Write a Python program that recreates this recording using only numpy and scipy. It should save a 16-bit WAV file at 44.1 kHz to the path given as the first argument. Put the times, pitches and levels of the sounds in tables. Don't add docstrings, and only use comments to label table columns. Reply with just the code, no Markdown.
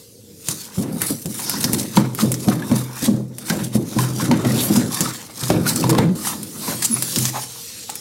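import sys
import numpy as np
from scipy import signal
from scipy.fft import rfft, irfft
from scipy.io import wavfile
from scipy.ndimage import uniform_filter1d

SR = 44100
rng = np.random.default_rng(int(sys.argv[2]) if len(sys.argv) > 2 else 0)


def generate_wav(signal):
    frames = np.transpose(np.atleast_2d(signal))
    scaled = np.clip(frames, -1, 1) * 32767
    pcm = np.round(scaled).astype(np.int16)
    wavfile.write(sys.argv[1], SR, pcm)


N = 352888

def gain_of(db):
    return 10 ** (np.asarray(db) / 20)

def unit_rms(x):
    return x / np.sqrt(np.mean(x ** 2) + 1e-20)

def add(mix, start_s, sound):
    part = mix[round(start_s * SR):][:len(sound)]
    part += sound[:len(part)]

def colour(x, spectrum):
    hz, db = np.transpose(spectrum)
    bin_hz = np.fft.rfftfreq(len(x), 1 / SR)
    bin_db = np.interp(np.log(bin_hz + 1), np.log(hz), db, -80, -80)
    return unit_rms(irfft(rfft(x) * gain_of(bin_db), len(x)))

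def wander(rate_hz):
    span = int(SR / rate_hz)
    return unit_rms(uniform_filter1d(uniform_filter1d(rng.standard_normal(N), span), span))

def friction(slips_per_s, slip_s, slip_depth, flicker_db):
    sizes = gain_of(4 * np.minimum(rng.exponential(1, N), 3))
    onsets = rng.random(N) < slips_per_s / SR
    slips = signal.lfilter([1], [1, -np.exp(-1 / (slip_s * SR))], sizes * onsets)
    envelope = (1 + slip_depth * unit_rms(slips)) * gain_of(flicker_db * wander(67))
    return unit_rms(envelope * rng.standard_normal(N))

def patchy(x, depth_db):
    spectra = signal.stft(x, nperseg=512)[2]
    patches = uniform_filter1d(rng.standard_normal(spectra.shape), size=4, axis=0)
    patches = unit_rms(uniform_filter1d(patches, size=14, axis=1))
    return unit_rms(signal.istft(spectra * gain_of(depth_db * patches), nperseg=512)[1][:N])

def swells(rows):
    t = np.arange(0, N + 32, 32) / SR
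    bend = 1.13
    power = sum(gain_of(db - 20 * np.maximum((peak_s - t) / rise_s, (t - peak_s) / fall_s) ** bend) ** 2
                for peak_s, db, rise_s, fall_s in rows)
    return np.interp(np.arange(N) / SR, t, np.sqrt(power))

def room_tone():
    spectrum_hz_db = [(40, 8), (110, 22), (239, -14), (473, 20.5), (782, -17), (2200, -40),
                      (6000, -8), (15900, -17)]
    return gain_of(-46.5) * colour(rng.standard_normal(N), spectrum_hz_db)

def steel_walls(x, t60_s=0.45):
    t = np.arange(8000) / SR
    tail = rng.standard_normal(len(t)) * gain_of(-60 * t / t60_s) * (t > 0.002)
    return gain_of(-12.5) * signal.oaconvolve(x, tail / np.linalg.norm(tail))[:N]

# (frequency [Hz], relative level [dB], nominal ring time [s])
PANEL_MODES = [(167.6, -1.5, 0.27), (205.2, 1.5, 0.15), (244.5, -9.5, 0.24), (310, -4, 0.17),
               (507, -13, 0.1)]
BOOM_HZ, BOOM_T60_S = 127, 0.66
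def panels(force):
    soft = signal.sosfilt(signal.butter(2, 800, fs=SR, output="sos"), force)
    return sum(gain_of(db) * resonate(soft, hz, 1.95 / ring_s) * np.sqrt(ring_s)
               for hz, db, ring_s in PANEL_MODES)

def resonate(x, hz, width_hz):
    return signal.lfilter(*signal.iirpeak(hz, hz / abs(width_hz), SR), x)

# (time [s], drag gain [dB], scrape gain [dB], grit gain [dB])
LOAD_GAINS = [(0, -47, -18, 0.5), (0.7, -45, -6, -0.5), (0.9, -26.5, 7.5, 6), (1.22, -55, -8, 6),
              (1.45, -31, 5.5, 4.5), (1.75, -21, 0, 1), (1.93, -32.5, 0, -0.5), (2.6, -25.5, 3, 2.2),
              (2.98, -40, 4.5, 1), (4.6, -20.5, -4, -1), (5.3, -42.5, 1.5, -2), (5.6, -22.5, -1.5, 2.4),
              (6.0, -17, -4, -0.5), (6.19, -31, -1, 2.5), (7.35, -32.5, -4, 1), (7.55, -50, -9, -3),
              (8, -43, -17, -5.5)]
def load_gain(layer):
    times_s, *curves_db = np.transpose(LOAD_GAINS)
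    db = curves_db[("drag", "scrape", "grit").index(layer)]
    return gain_of(np.interp(np.arange(N) / SR, times_s, db))

def dragging():
    contact = friction(slips_per_s=60, slip_s=0.014, slip_depth=0.8, flicker_db=2)
    ring = unit_rms(panels(contact)) + 0.35 * unit_rms(resonate(contact, BOOM_HZ, 2.9 / BOOM_T60_S))
    rumble = colour(rng.standard_normal(N), [(40, -37), (110, -0.5), (250, 2), (600, -17)])
    shake = swells([(time_s, db - 10.5, 0.014, 0.13) for time_s, db, *_ in CABINET_BLOWS])
    return (load_gain("drag") + shake) * unit_rms(ring + rumble)

# (start [s], end [s], first pitch [Hz], last pitch [Hz], level [dB], relative octave [dB])
CARD_JUDDERS = [(5.89, 5.947, 167, 161, -13, 2), (6.05, 6.158, 169.6, 184, -11, -15),
                (6.894, 6.945, 244, 207, -14.5, -32)]
def card_groans():
    out, waver = np.zeros(N), wander(60)
    for start_s, end_s, first_hz, last_hz, db, octave_db in CARD_JUDDERS:
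        progress = np.linspace(0, 1, round((end_s - start_s) * SR))
        glide_hz = first_hz + (last_hz - first_hz) * progress
        pitch_hz = glide_hz * (1 + 0.029 * waver[round(start_s * SR):][:len(progress)])
        phase = 2 * np.pi * np.cumsum(pitch_hz) / SR
        arch = np.sin(np.pi * progress ** 1.04) ** 0.49
        add(out, start_s, gain_of(db) * arch * (np.sin(phase) + gain_of(octave_db) * np.sin(2 * phase)))
    return out

# (time [s], pitch [Hz], level [dB])
SQUEAK_PATH = [(6.912, 10170, -21), (6.94, 10500, -12), (6.954, 10200, -21)]
def foam_squeak():
    times_s, hz, db = np.transpose(SQUEAK_PATH)
    t, out = np.arange(times_s[0], times_s[-1], 1 / SR), np.zeros(N)
    level_db = np.interp(t, times_s, db) + 4.4 * wander(400)[:len(t)]
    pitch_hz = np.interp(t, times_s, hz) * (1 + 0.0072 * wander(900)[:len(t)])
    add(out, times_s[0], gain_of(level_db) * np.sin(2 * np.pi * np.cumsum(pitch_hz) / SR))
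    return out

# (start [s], end [s], centre [Hz], width [Hz], level [dB])
HOLLOW_STROKES = [(1.41, 1.62, 5160, 1000, -25), (0.79, 0.954, 275, 40, -27.5), (3.5, 3.57, 610, 140, -27),
                  (4.569, 4.633, 3600, 280, -22.5), (4.584, 4.696, 11500, 2200, -19.5),
                  (6.838, 6.868, 7650, 2700, -9.5), (7.325, 7.41, 820, 130, -21.5),
                  (4.3, 4.85, 330, 460, -28), (5.86, 6.08, 460, 40, -18), (6.655, 6.763, 390, 470, -25)]
def hollows():
    out = np.zeros(N)
    for start_s, end_s, hz, width_hz, db in HOLLOW_STROKES:
        noise = rng.standard_normal(round((end_s - start_s) * SR))
        band = unit_rms(resonate(noise, hz, width_hz))
        add(out, start_s, gain_of(db) * band * signal.windows.tukey(len(noise), 0.8))
    return out

# (time [s], relative level [dB], pitch [Hz])
FIBRE_SNAPS = [(0.486, 1.5, 8200), (1.0176, 2.5, 9800), (1.2578, -8.5, 7300), (1.496, 2, 10400),
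               (1.642, 5.5, 5440), (1.7328, 3, 10500), (1.97, -1, 4040), (2.149, -7, 12200),
               (2.21, -7.5, 4170), (2.318, 1, 9200), (2.342, -4.5, 5940), (2.4857, -5, 4030),
               (2.714, -24, 3020), (3.384, -9, 9700), (3.499, -1.5, 5500), (4.3144, -9, 4420),
               (5.007, 4.5, 7160), (5.436, -4.5, 4530), (5.7608, -0.5, 8150), (5.894, -5, 6840),
               (5.9823, -5.5, 3500), (6.431, -9.5, 11000), (7.0239, 2.5, 9200), (7.16, 2.5, 5200),
               (7.186, 1.5, 9300), (7.254, 2, 6000), (7.899, -5.5, 7200), (7.955, -7.5, 10400)]
def fibre_snaps(click_t60_s=0.0042, tail_t60_s=0.05):
    t, out = np.arange(2000) / SR, np.zeros(N)
    envelope = gain_of(-60 * t / click_t60_s) + gain_of(-6 - 60 * t / tail_t60_s)
    for time_s, db, hz in FIBRE_SNAPS:
        noise = rng.standard_normal(len(t))
        click = unit_rms(resonate(noise, hz, 0.32 * hz)) + 0.84 * noise
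        add(out, time_s, gain_of(db - 11.5) * click * envelope)
    return out

# (time [s], relative level [dB], nominal pitch [Hz])
EDGE_TAPS = [(1.017, -16, 1530), (1.54, -15, 980), (1.971, 1.5, 972), (2.189, -10, 1270), (2.484, -5, 734),
             (2.622, -15.5, 1710), (2.715, -9.5, 645), (3.501, -6, 1580), (3.987, -4, 1042),
             (4.199, -12, 1060), (4.313, 0, 930), (4.449, -6.5, 667), (4.758, -10, 950), (5.076, -14, 923),
             (5.502, 2.5, 610), (5.664, -6, 1465), (5.829, -19, 2680), (5.84, -4.5, 990), (5.896, -8, 970),
             (5.929, -10, 1050), (5.95, -7, 1082), (5.986, 1.5, 910), (6.679, -10.5, 1000),
             (6.823, -18.5, 1670), (7.894, -16, 855)]
def edge_taps(ring_t60_s=0.048, crack_t60_s=0.02):
    t, out = np.arange(5000) / SR, np.zeros(N)
    for time_s, db, hz in EDGE_TAPS:
        noise = rng.standard_normal(len(t))
        chirp = np.sin(2 * np.pi * hz * t * (0.96 + 2 * t))
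        tone = chirp + 0.35 * unit_rms(resonate(noise, hz, 0.1 * hz))
        ring = gain_of(-60 * t / ring_t60_s) * np.minimum(t / 0.00073, 1) * tone
        crack = gain_of(-8 - 60 * t / crack_t60_s) * unit_rms(resonate(noise, 1200, 4000))
        add(out, time_s, gain_of(db - 4) * (ring + crack))
    return out

# (time [s], relative level [dB], card pitch [Hz], boom gain over thump [dB])
CABINET_BLOWS = [(0.489, -18, 161, -28), (0.782, -4, 197, -23), (0.95, -16.5, 228, -12),
                 (1.021, -20, 105, -20), (1.105, -10, 291, -33), (1.258, -11.5, 166, -43.5),
                 (1.541, -18, 202, -12), (1.649, -10.5, 172, -8), (1.733, -9, 233, -12),
                 (1.974, 0.5, 206, -10), (2.235, 0.5, 209, -10.5), (2.478, -1, 210, -15),
                 (2.716, -1, 232, -10.5), (3.028, -10, 280, -20), (3.082, 0, 239, -9.5),
                 (3.503, -8.5, 163, -25), (3.609, -14, 175, -5), (3.754, -2.5, 221.4, -21),
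                 (3.967, -5, 202, -2.5), (4.228, -9, 175, -10), (4.292, -9, 170, -18),
                 (4.313, -2, 232, -20), (4.46, -4.5, 239, -12.5), (4.54, -6.5, 230, -19),
                 (4.702, -5.5, 327, -20), (4.772, -1, 239, -15), (5.007, -8, 162, -21.5),
                 (5.427, -18, 129, 4), (5.506, 0.5, 170, -31), (5.798, -15.5, 270, -15),
                 (5.842, -12, 125, 5), (5.99, -2.5, 127, -28), (6.04, -10, 263, -28),
                 (6.685, -20.5, 265, -21), (6.935, -25.5, 211, 6.5), (7.17, -10.5, 228, -0.5)]
def knocks(thump_t60_s=0.096, rattle_t60_s=0.048):
    t = np.arange(20000) / SR
    out, force = np.zeros((2, N))
    boom = gain_of(-60 * t / BOOM_T60_S) * (1 - np.exp(-t / 0.025)) * np.sin(2 * np.pi * BOOM_HZ * t)
    thump_envelope = gain_of(-60 * t / thump_t60_s) * (1 - np.exp(-t / 0.00089))
    for time_s, db, hz, boom_db in CABINET_BLOWS:
        thump = thump_envelope * np.sin(2 * np.pi * hz * t)
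        add(out, time_s, gain_of(db + 0.5) * (thump + gain_of(boom_db) * boom))
        rattle = gain_of(db - 60 * t[:4000] / rattle_t60_s) * rng.standard_normal(4000)
        add(force, time_s, rattle)
    return out + gain_of(29) * panels(force)

# (frequency [Hz], width [Hz], relative level [dB])
SHELF_MODES = [(877, 68, -2), (1030, 680, 6.5), (1246, 990, 5.5), (3590, 99, 6.5)]
def scraping():
    contact = friction(slips_per_s=90, slip_s=0.0037, slip_depth=0.4, flicker_db=2.5)
    contact = patchy(contact, depth_db=3.5)
    body = sum(gain_of(db) * resonate(contact, hz, width_hz) for hz, width_hz, db in SHELF_MODES)
    grate = swells([(time_s, db - 17, 0.01, 0.11) for time_s, db, _ in EDGE_TAPS])
    return gain_of(-7) * (load_gain("scrape") * swells(SLIDE_STROKES) + grate) * unit_rms(body)

# (frequency [Hz], relative density [dB])
HISS_SPECTRUM = [(1000, -15.5), (2700, -3.5), (4000, 3), (5500, 5.5), (7500, 4), (9000, -12)]
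# (frequency [Hz], relative density [dB])
GRIT_SPECTRUM = [(7000, -37), (8500, -13), (10500, -12.5), (13000, -16.5), (16500, -23)]
# (peak time [s], relative level [dB], 20 dB rise [s], 20 dB fall [s])
SLIDE_STROKES = [(0.002, -43, .1, 0.28), (0.515, -21.5, 0.091, 0.034), (0.6, -31, 0.1, 0.14),
                 (0.836, -32, 0.72, 0.022), (1.012, -31.5, 0.014, 0.4), (1.1, -22.5, 0.17, 0.081),
                 (1.37, -30, 0.15, 1), (1.654, -24, 0.19, 0.11), (1.749, -17.5, 0.02, 0.005),
                 (1.808, -25, 0.17, 0.067), (1.983, -19, 0.092, 0.043), (2.202, -21.5, 0.043, 0.14),
                 (2.497, -27, 0.17, 0.089), (2.776, -28, 0.27, 0.13), (3.076, -21.5, 0.17, 0.023),
                 (3.1, -37, 0.037, 0.17), (3.505, -23.5, 0.1, 0.042), (3.644, -27.5, 0.27, 0.062),
                 (3.759, -23, 0.048, 0.024), (3.894, -33.5, 0.18, 0.52), (4.028, -24, 0.14, 0.12),
                 (4.213, -25, 0.14, 0.17), (4.47, -25, 0.029, 0.29), (4.634, -21, 0.27, 0.025),
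                 (4.75, -20, 0.14, 0.2), (4.931, -21.5, 0.04, 0.41), (5.021, -18.5, 0.035, 0.082),
                 (5.214, -36, 0.066, 0.095), (5.43, -24.5, 0.11, 0.25), (5.695, -11.5, 0.057, 0.047),
                 (5.76, -22, 0.018, 0.19), (5.902, -11.5, 0.0082, 0.017), (6.154, -31.5, 0.005, 0.54),
                 (6.28, -19.5, 0.086, 0.088), (6.697, -24, 0.2, 0.18), (6.824, -15, 0.0047, 0.031),
                 (7.3, -21.5, 1, 0.0072), (7.436, -26, 0.33, 0.029), (7.6, -29, 0.46, 1.4)]
def rubbing(touch_s=0.43, foam_start_s=6.15, foam_grain=0.45):
    t = np.arange(N) / SR
    grain = np.where(t < foam_start_s, t > touch_s, foam_grain)
    rough = grain * friction(slips_per_s=300, slip_s=0.003, slip_depth=0.8, flicker_db=2)
    smooth = np.sqrt(1 - grain ** 2) * rng.standard_normal(N)
    contact = patchy(rough + smooth, depth_db=3)
    grit = load_gain("grit") * colour(contact, GRIT_SPECTRUM)
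    return gain_of(-3) * swells(SLIDE_STROKES) * (colour(contact, HISS_SPECTRUM) + grit)

def scene():
    room = room_tone()
    bright = rubbing() + scraping() + hollows() + foam_squeak() + edge_taps() + fibre_snaps()
    return (room + bright + steel_walls(bright) + dragging() + knocks() + card_groans())[None]

def record(dry, low_cut_hz=70, band_limit_hz=15950):
    thinned = signal.sosfilt(signal.butter(2, low_cut_hz, "high", fs=SR, output="sos"), dry)
    saturated = 0.8 * np.tanh(thinned / 1.176)
    lowpass = signal.firwin(511, band_limit_hz, window=("kaiser", 9), fs=SR)
    return signal.oaconvolve(saturated, lowpass[None], "same")

dry = scene()
out = record(dry)
generate_wav(out)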